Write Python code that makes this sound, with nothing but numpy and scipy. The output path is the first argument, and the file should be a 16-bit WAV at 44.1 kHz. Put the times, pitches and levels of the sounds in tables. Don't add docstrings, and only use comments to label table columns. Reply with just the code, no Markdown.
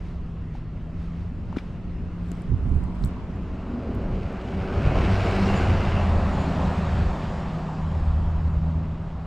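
import sys
import numpy as np
from scipy import signal
from scipy.fft import rfft, irfft, next_fast_len
from scipy.io import wavfile
from scipy.ndimage import uniform_filter1d, map_coordinates

SR = 44100
rng = np.random.default_rng(int(sys.argv[2]) if len(sys.argv) > 2 else 0)


def dump(signal):
    limited = np.clip(np.atleast_2d(signal).T, -1, 1)
    pcm = np.round(limited * 32767).astype(np.int16)
    wavfile.write(sys.argv[1], SR, pcm)


N = 408366

# (time alongside [s], level then [dB],
# closest distance [m], loss each time the distance doubles [dB], boost towards the rear [dB])
TONE_PASS = (5.85, -27, 5.2, 10.5, .3)
OCTAVE_PASS = (6, -37, 1, .6, 1.2)
GROWL_PASS = (5.4, -41, 5.5, 12.5, -2.5)
# (time [s], firing rate [Hz])
FIRING_RATE = [(0, 87), (.35, 81), (.7, 79), (1.5, 89), (2.3, 85.7), (3.7, 92.5), (4.2, 93.5), (4.8, 96.3),
               (5.45, 95.5), (6.25, 80.5), (7.05, 80), (8.2, 78.5), (9.26, 81.5)]
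# (multiple of the firing rate, level [dB])
GROWL_TONES = [(4, 0), (5, -5.5), (6, -7.5), (7, -4.5), (8, -10), (9, -11)]
# (time [s], level [dB], length [s])
TONE_BOOMS = [(1.4, -38.5, .1), (2.58, -33, .08), (4.83, -31, .07), (5.12, -29.5, .08), (5.7, -36, .05),
              (6.16, -30, .09), (6.6, -35, .15), (6.96, -31, .11), (7.92, -31, .07), (8.18, -24, .15),
              (8.55, -28, .14), (8.8, -28.5, .1)]
OCTAVE_BOOMS = [(.3, -49, .25), (1, -46, .3), (2.25, -40.5, .13), (3.55, -43, .16), (6.4, -39, .12),
                (6.9, -43, .25), (7.85, -37, .2), (8.65, -33, .19), (9.05, -42, .15)]
# (time [s], depth [dB], length [s])
BASS_DIPS = [(4.32, 3.5, 0.089), (7.71, 7, 0.053), (9, 1, 0.024)]
OCTAVE_DIPS = [(5.9, 8, 0.29)]
# (time [s], loss while hidden [dB], fade [s])
NOSE_CLEARS = (4.76, 4.34, 0.049)
def exhaust(firing):
    def overtone(multiple):
        return amp(2.1 * wobble(8)) * np.sin(multiple * firing + rng.uniform(0, 2 * np.pi))
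    tone_gain = (passing(*TONE_PASS) * screened(*NOSE_CLEARS) + swells(TONE_BOOMS)) * dips(BASS_DIPS)
    tone = tone_gain * amp(.5 * wobble(4.5)) * np.sin(firing)
    octave = amp(.78 * wobble(5.5)) * np.sin(2 * firing)
    uneven = amp(-21.5) * sum(overtone(k) for k in (1.5, 2.5, 3))
    drone = (passing(*OCTAVE_PASS) + swells(OCTAVE_BOOMS)) * dips(OCTAVE_DIPS) * (octave + uneven)
    growl = passing(*GROWL_PASS) * sum(amp(db) * overtone(k) for k, db in GROWL_TONES)
    return np.sqrt(2) * (tone + drone + growl)


# (frequency [Hz], level [dB])
ROAR_FRONT = [(180, -22.5), (300, -3.5), (400, -1.5), (520, -6), (680, -2.5), (900, -9.5), (1200, -10.5),
              (1550, -11), (1900, -23), (3000, -27.5)]
ROAR_REAR = [(180, -22.5), (300, -13), (400, -11), (520, 1), (700, 3.5), (950, 2), (1200, -1.5),
             (1550, -9.5), (1900, -16), (3000, -41)]
ROAR_FAR = [(180, -22), (300, -8.5), (360, 4.5), (500, 0.5), (680, -1.5), (850, -6), (1080, -4.5),
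            (1400, -8), (1700, -28), (3000, -41)]
HISS_FRONT = [(940, -30), (1600, -4.5), (2050, -4), (2410, -8), (2720, -6), (3020, -10.5), (3380, -14.5),
              (5280, -20), (5980, -25), (6890, -25.5), (11300, -42.5), (13100, -44), (15400, -57)]
HISS_REAR = [(940, -21.5), (1600, -2.5), (1780, 0), (2030, -4.5), (2500, -4.5), (4460, -13), (5920, -20.5),
             (7160, -22), (8020, -24.5), (10200, -40), (11500, -42.5), (13000, -40.5), (14400, -47),
             (15400, -55.5)]
DRUMMING = [(200, -26), (320, -1), (450, -1.5), (650, -5), (900, -19), (1500, -45)]
TREAD = [(600, -26), (850, -0.5), (1050, 1), (1300, -8), (1700, -28)]
ROAR_FRONT_PASS = (5.5, -29.7, 4.5, 10.4, -3.6)
ROAR_REAR_PASS = (6, -35, 7.5, 11.5, 6.5)
ROAR_FAR_PASS = (6.5, -42, 7.5, 4.7, -1.9)
HISS_FRONT_PASS = (5.5, -42, 5.5, 12, -1.5)
HISS_REAR_PASS = (6.7, -44.3, 4.9, 8.8, -.4)
# (time [s], level [dB], length [s])
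ROUGH_SNOW = [(4, -38, 0.19), (4.95, -35.3, 0.12)]
SINGING = [(3.2, -52, 0.48)]
# (time [s], loss while hidden [dB], fade [s])
WHEEL_CLEARS = (5.03, 7, .04)
STREET_HISS_DB, CRACKS_PER_S = -61.5, 700
def tyres():
    roar = (passing(*ROAR_FRONT_PASS) * screened(*NOSE_CLEARS) * rush(ROAR_FRONT, patchy_db=1)
            + passing(*ROAR_REAR_PASS) * rush(ROAR_REAR, patchy_db=1.8)
            + passing(*ROAR_FAR_PASS) * rush(ROAR_FAR, patchy_db=1)
            + swells(ROUGH_SNOW) * rush(DRUMMING, patchy_db=1)
            + swells(SINGING) * rush(TREAD, patchy_db=2.7))
    front, rear = hiss_gains()
    hiss = front * rush(HISS_FRONT, patchy_db=1.9) + rear * rush(HISS_REAR, patchy_db=1.5)
    cracks = coloured(grains(CRACKS_PER_S), HISS_FRONT)
    crunch = amp(-9) * passing(*HISS_FRONT_PASS) * screened(*WHEEL_CLEARS) * cracks
    return amp(.51 * wobble(8.3)) * roar + amp(.29 * wobble(12)) * (hiss + crunch)


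def hiss_gains():
    front = passing(*HISS_FRONT_PASS) * screened(*NOSE_CLEARS)
    return np.hypot(front, amp(STREET_HISS_DB)), passing(*HISS_REAR_PASS)


# (time [s], blade rate [Hz])
FAN_PITCH = [(0, 170), (2.3, 172), (3.7, 185.4), (4.8, 192.6), (5.55, 196), (6.05, 194.5), (6.7, 189),
             (8.1, 189.5), (9.26, 195)]
FAN_TONES = [0, -12, -18, -22]
# (time [s], level [dB], length [s])
FAN_SWELLS = [(3.7, -44, .22), (4.65, -36.5, .2), (5.49, -30, .06), (6.9, -44, .25)]
FAN_PASS = (6, -32.3, 7, 10.5, 1)
def fan():
    blade = turning(curve(FAN_PITCH), waver=.011, rate=60)
    tones = sum(amp(db + 2.43 * wobble(11)) * np.sin(k * blade) for k, db in enumerate(FAN_TONES, 1))
    return np.sqrt(2) * (passing(*FAN_PASS) + swells(FAN_SWELLS)) * tones


# (frequency [Hz], level [dB])
BODY = [(50, -34.5), (85, -18.5), (125, -3), (170, 4), (240, 0.5), (310, -7.5), (420, -14), (800, -51.5)]
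HOLLOW = [(190, -41), (235, 5.5), (262, 1.5), (285, -0.5), (340, -41.5)]
GAS = [(35, -22.5), (62, 3), (85, -4), (135, 4), (210, -6), (300, -20), (500, -55.5)]
# (time [s], level [dB], length [s])
HUMS = [(3.85, -34.5, 0.17), (6.5, -35, 0.19)]
GAS_BLASTS = [(4.87, -24, 0.045), (5.7, -29.5, 0.55), (6.9, -34, 0.26)]
BODY_PASS = (6, -31.5, 10, 6, -2)
def rumble():
    body = passing(*BODY_PASS) * rush(BODY, patchy_db=1)
    hum = swells(HUMS) * rush(HOLLOW, patchy_db=2)
    gas = swells(GAS_BLASTS) * rush(GAS, patchy_db=2.1)
    return body + hum + gas


# (pitch [Hz], width [Hz], level [dB])
ENGINE_BLOCK = [(2310, 330, 9), (2590, 330, 2.5), (2890, 190, 3.5), (3770, 780, -11), (4560, 460, -14.5)]
WHEEL_ARCH = [(2110, 90, 0), (2700, 200, 0)]
UNDERSIDE = [(970, 55, 10.5), (1130, 72, 3), (2000, 160, -13.5), (2600, 160, -8.5)]
CLATTER_PASS = (5.45, -41.3, 5, 12.4, -1.8)
UNDERSIDE_PASS = (6.5, -49, 7, 6, 0)
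# (time [s], level [dB], length [s])
ARCH_OPEN = [(5.55, -45, 0.1), (5.92, -45.5, 0.11)]
# (time [s], loss while hidden [dB], fade [s])
ENGINE_HIDES = (6.07, 7.3, -0.032)
UNDERSIDE_CLEARS = (7.83, 16, .08)
def clatter(firing):
    def blows(depth=.45):
        return rng.standard_normal(N) * np.exp(depth * np.cos(firing)) * amp(2.3 * wobble(90))
    front = passing(*CLATTER_PASS) * screened(*NOSE_CLEARS) * ringing(blows(), ENGINE_BLOCK)
    side = swells(ARCH_OPEN) * ringing(blows(), WHEEL_ARCH)
    rear = passing(*UNDERSIDE_PASS) * screened(*UNDERSIDE_CLEARS) * ringing(blows(), UNDERSIDE)
    return (front + side) * screened(*ENGINE_HIDES) + rear


# (time [s], level [dB], length [s], pitch [Hz])
METAL_RINGS = [(5.5, -43, .016, 2770), (5.545, -44, .016, 2620), (5.825, -41.5, .016, 2060),
               (5.872, -47, .012, 2030), (5.92, -48, .014, 2950), (5.975, -47, .022, 2620),
               (5.98, -49, .03, 2800)]
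def metal_rings():
    return np.sqrt(2) * sum(swells([(s, db, length)]) * np.sin(turning(hz, waver=.005, rate=150))
                            for s, db, length, hz in METAL_RINGS)


# (time [s], pitch [Hz])
WHINE_PITCH = [(4.2, 6900), (4.9, 7110), (5.25, 7130), (6, 7080), (6.15, 6940), (6.6, 7030), (7.1, 6970),
               (7.6, 6990), (7.95, 6930), (8.8, 7090)]
# (multiple of the whine's pitch, level [dB])
WHINE_TONES = [(.9, -16), (1, 0), (1.1, -18), (1.2, -17), (1.4, -27)]
# (time [s], level [dB], length [s])
WHINE_FLARES = [(4.8, -74, .04), (5.2, -62, .018), (5.28, -58.5, .022), (5.57, -63, .09),
                (6.38, -67.5, .06), (7.4, -75, .16), (7.92, -76.5, .07)]
WHINE_PASS = (5.9, -73, 4.5, 7, 2.5)
def whine():
    phase = turning(curve(WHINE_PITCH), waver=.005, rate=220)
    flutter = amp(-1.5 + 3.5 * wobble(35))
    tones = flutter * sum(amp(db) * np.sin(k * phase) for k, db in WHINE_TONES)
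    return np.sqrt(2) * (passing(*WHINE_PASS) * screened(*NOSE_CLEARS) + swells(WHINE_FLARES)) * tones


SPRAY_PASSES = [(5.4, -49.5, 2.4, 13, 0.94), (7.3, -67.5, 4.3, 10, .9)]
# (frequency [Hz], level [dB])
SPRAY = [(2000, -25.5), (3900, 6), (5200, 5.5), (6500, -9.5), (8500, -10), (10500, -30), (11700, -33),
         (13000, -24.5), (15400, -40)]
SIZZLE = [(7000, -30), (8500, -3), (10000, -12), (11500, -18), (12200, 2), (13200, 0), (14500, -6),
          (15400, -18)]
# (time [s], level [dB], length [s])
SIZZLE_SWELLS = [(5.24, -75, .08), (5.5, -76, .11)]
def snow_spray():
    gain = sum(passing(*row) for row in SPRAY_PASSES) * screened(*WHEEL_CLEARS) * amp(1.2 * wobble(15))
    return gain * rush(SPRAY, patchy_db=3) + swells(SIZZLE_SWELLS) * rush(SIZZLE, patchy_db=3)


# (time [s], ring level [dB], pitch [Hz], ring length [s], scrape level [dB], scrape length [s])
KNOCKS = [(0.5515, -33.5, 790, 0.03, -62, 0.06), (1.5274, -25.5, 925, 0.012, -59, 0.024),
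          (1.564, -27.5, 1400, 0.013, -50, 0.032), (1.5692, -7.5, 254, 0.019, -44, 0.049),
          (1.584, -47, 5300, 0.012, -46, 0.068), (2.3171, -14.5, 194, 0.014, -41, 0.01),
          (3.039, -31, 4100, 0.0035, -44.5, 0.007), (3.0398, -34, 5230, 0.0032, -51, .005),
          (3.042, -7, 123, 0.03, -60, .02)]
# (frequency [Hz], level [dB])
SCRAPE = [(300, -11), (900, 2), (2200, -0.5), (2750, -4.5), (3500, -6.5), (4200, -9), (5400, -13),
          (8000, -22.5), (12500, -33.5), (15000, -50)]
# (time [s], level [dB], length [s])
RUSTLES = [(.08, -57, 0.058), (.56, -58.5, 0.028), (1.03, -57, 0.046), (1.2, -59, 0.063),
           (1.62, -59.5, 0.13), (2.33, -58.5, 0.11), (3.05, -60, 0.11), (9.07, -68, 0.012)]
def knocks():
    out = np.zeros(N)
    scrape = coloured(rng.standard_normal(N), SCRAPE)
    t = np.arange(SR // 6) / SR
    for s, db, hz, ring_s, scrape_db, scrape_s in KNOCKS:
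        span = slice(round(s * SR), round(s * SR) + len(t))
        rise = 1 - np.exp(-hz * t / .2)
        ring = amp(db - 60 * t / ring_s) * np.sin(2 * np.pi * hz * t) * rise
        out[span] += ring + amp(scrape_db - 60 * t / scrape_s) * scrape[span]
    return out + swells(RUSTLES) * scrape


# (time [s], level [dB])
SNAPS = [(1.5685, -34), (1.583, -32), (1.5858, -29.5)]
# (pitch [Hz], level [dB], time to fade by 60 dB [s])
CASE_TONES = [(1500, -8, .012), (2000, -6, .018), (2315, -5, .02), (3440, -7, .016), (5060, -20, .025)]
def snaps(rise_s=.0004):
    out = np.zeros(N)
    t = np.arange(SR // 10) / SR
    for s, db in SNAPS:
        ring = sum(amp(level - 60 * t / fade_s) * np.sin(2 * np.pi * hz * t + rng.uniform(0, 2 * np.pi))
                   for hz, level, fade_s in CASE_TONES)
        out[round(s * SR):][:len(t)] += amp(db) * ring * (1 - np.exp(-t / rise_s))
    return out


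# (time [s], level [dB], length [s])
BUMPS = [(2.525, -21, .028), (2.66, -22, .032), (2.74, -23, .028), (2.82, -25, .035), (3.052, -23, .022)]
# (time [s], relative level [dB], left minus right [dB], crispness [dB])
TICKS = [(2.288, -52.5, 12, -12), (2.3168, -34.5, 15.5, -13.5), (2.321, -47, 12, -24), (2.42, -43, 10, -19),
         (2.4925, -58, 11, -9), (2.694, -56, 18, -13), (2.749, -53, 22, -10), (2.84, -49, 18, -8),
         (2.954, -54, -7, -9), (3.0481, -32.5, 13, -5), (3.0588, -43, 22, -10), (3.0627, -46, 13, -14),
         (3.0738, -49.5, 13, -12), (3.3604, -51, 10, -14), (3.427, -61, 8, -1), (3.8302, -61, 8, 0),
         (3.95, -50, 8, -3.5), (4.3262, -55, 5, -1), (4.5718, -54, 4, -1), (6.53, -51, 0, -9),
         (7.5912, -53, 3, -10)]
# (frequency [Hz], level [dB])
BUMP_COLOUR = [(20, -8), (40, 4.5), (75, 2), (130, -3), (220, -17.5), (400, -23.5), (900, -70)]
TICK_BRIGHT = [(2000, -34), (4500, -20), (6300, -13), (7900, 3.5), (9500, -9), (11500, -20), (15000, -41)]
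TICK_CRISP = [(8000, -31.5), (10500, -6.5), (12400, 0), (13600, -5.5), (15400, -18)]
def grip(tick_fade_s=.0065):
    out = panned(swells(BUMPS) * rush(BUMP_COLOUR, patchy_db=2.5), pan_db=-7.5)
    bright = coloured(rng.standard_normal(N), TICK_BRIGHT)
    crisp = coloured(rng.standard_normal(N), TICK_CRISP)
    t = np.arange(SR // 30) / SR
    for s, db, pan_db, crisp_db in TICKS:
        span = slice(round(s * SR), round(s * SR) + len(t))
        tick = bright[span] + amp(crisp_db) * crisp[span]
        out[:, span] += panned(amp(db - 7.5 - 60 * t / tick_fade_s) * tick, pan_db)
    return out


# (time [s], level [dB], length [s])
CREAKS = [(2.33, -79, 0.075), (2.78, -80, 0.13), (3.05, -70, 0.029)]
def creak():
    slips = grains(per_s=2500)
    rub = coloured(slips, TICK_BRIGHT) + amp(-9) * coloured(slips, TICK_CRISP)
    return panned(swells(CREAKS) * rub, pan_db=12)


# (frequency [Hz], level [dB])
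AIR = [(10, -16.5), (22, 0.5), (45, 0.5), (70, 2.5), (110, -2.5), (170, -18.5), (300, -27.5), (600, -69.5)]
# (time [s], level [dB], length [s])
BASS_SWELLS = [(4.1, -31.5, 0.11), (4.92, -27, 0.14), (7, -26, 0.078), (8.15, -28.5, 0.15),
               (8.58, -30.5, 0.1)]
WAKE_PASS = (5.75, -24.6, 5.5, 14.7, .8)
def air(breeze_db=-32.5):
    gain = np.hypot(amp(breeze_db), passing(*WAKE_PASS)) + swells(BASS_SWELLS)
    return gain * dips(BASS_DIPS) * amp(.17 * wobble(12)) * rush(AIR, patchy_db=.25)


# (time [s], level [dB])
WIDTH = [(0, -68), (1.5, -66.5), (3.1, -54), (3.4, -59.5), (4.2, -100)]
# (frequency [Hz], level [dB])
BACKGROUND = [(200, -3), (400, 3.5), (1000, -0.5), (2700, -7.5), (4000, -14), (6000, -19.5), (8000, -21),
              (10000, -29), (12500, -31.5), (15000, -45)]
FIZZ = [(1500, -25.5), (4000, -8), (6000, -5), (8000, -9.5), (10500, -18), (12500, 2.5), (15000, -14)]
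def stereo_width():
    background = rush(BACKGROUND, patchy_db=4) + amp(13.5) * rush(AIR, patchy_db=3)
    fizz = amp(-31) * np.hypot(*hiss_gains()) * rush(FIZZ, patchy_db=11.5)
    return amp(curve(WIDTH)) * background + fizz + amp(-25.5) * snow_spray()


SPEED_M_PER_S = 7.22
def passing(s, db, closest_m, loss_db, rear_db):
    past_m = SPEED_M_PER_S * (clock() - s)
    distance_m = np.hypot(past_m, closest_m)
    direction = past_m / distance_m
    return amp(db - loss_db * np.log2(distance_m / closest_m) + rear_db * direction)


def screened(s, loss_db, fade_s):
    return amp(-loss_db * (1 - np.tanh((clock() - s) / (2 * fade_s))) / 2)


def bell(s, length):
    return np.exp(-.5 * ((clock() - s) / length) ** 2)


def swells(rows):
    return sum(amp(db) * bell(s, length) for s, db, length in rows)


def dips(rows):
    return amp(-sum(db * bell(s, length) for s, db, length in rows))


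def turning(hz, waver, rate):
    return 2 * np.pi * np.cumsum(hz * (1 + waver * wobble(rate))) / SR


def wobble(rate):
    positions = np.linspace(0, N * rate / SR, N // 32)
    smooth = map_coordinates(rng.standard_normal(int(positions[-1]) + 4), [positions])
    return np.interp(clock() * rate, positions, smooth)


def grains(per_s):
    return (rng.random(N) < per_s / SR) * rng.standard_normal(N)


def rush(colour, patchy_db):
    bands = signal.stft(rng.standard_normal(N), nperseg=512)[2]
    patches = uniform_filter1d(rng.standard_normal(bands.shape), size=5, axis=0)
    patches = uniform_filter1d(patches, size=12, axis=1)
    noise = signal.istft(bands * amp(patchy_db * unit(patches)), nperseg=512)[1][:N]
    return coloured(noise, colour)


def ringing(x, resonances):
    def metal(f):
        peaks = sum(amp(db) * 1j * f * width / (hz * hz - f * f + 1j * f * width)
                    for hz, width, db in resonances)
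        return peaks * np.exp(-(f / 7000) ** 2)
    return unit(filtered(x, metal))


def coloured(x, colour):
    f, db = np.transpose(colour)
    return unit(filtered(x, lambda hz: amp(np.interp(np.log(hz + 1), np.log(f), db, right=-120))))


def filtered(x, response):
    size = next_fast_len(N + SR // 2)
    return irfft(rfft(x, size) * response(np.fft.rfftfreq(size, 1 / SR)), size)[..., :N]


def panned(x, pan_db):
    return np.array([x * amp(pan_db / 2), x * amp(-pan_db / 2)])


def curve(rows):
    return np.interp(clock(), *np.transpose(rows))


def clock():
    return np.arange(N) / SR


def amp(db):
    return 10 ** (np.asarray(db) / 20)


def unit(x):
    return x / np.sqrt(np.mean(x ** 2) + 1e-20)


def scene():
    firing = turning(curve(FIRING_RATE), waver=.005, rate=20)
    engine = exhaust(firing) + clatter(firing) + metal_rings() + fan() + whine()
    vehicle = engine + rumble() + tyres() + snow_spray()
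    middle = vehicle + air() + knocks() + snaps()
    side = stereo_width() + amp(-12.5) * knocks()
    return np.array([middle + side, middle - side]) + grip() + creak()


FADE_IN_S, TOP_HZ = .004, 15600
def record(dry):
    return filtered(dry * np.minimum(clock() / FADE_IN_S, 1), lambda hz: hz < TOP_HZ)


dry = scene()
out = record(dry)
dump(out)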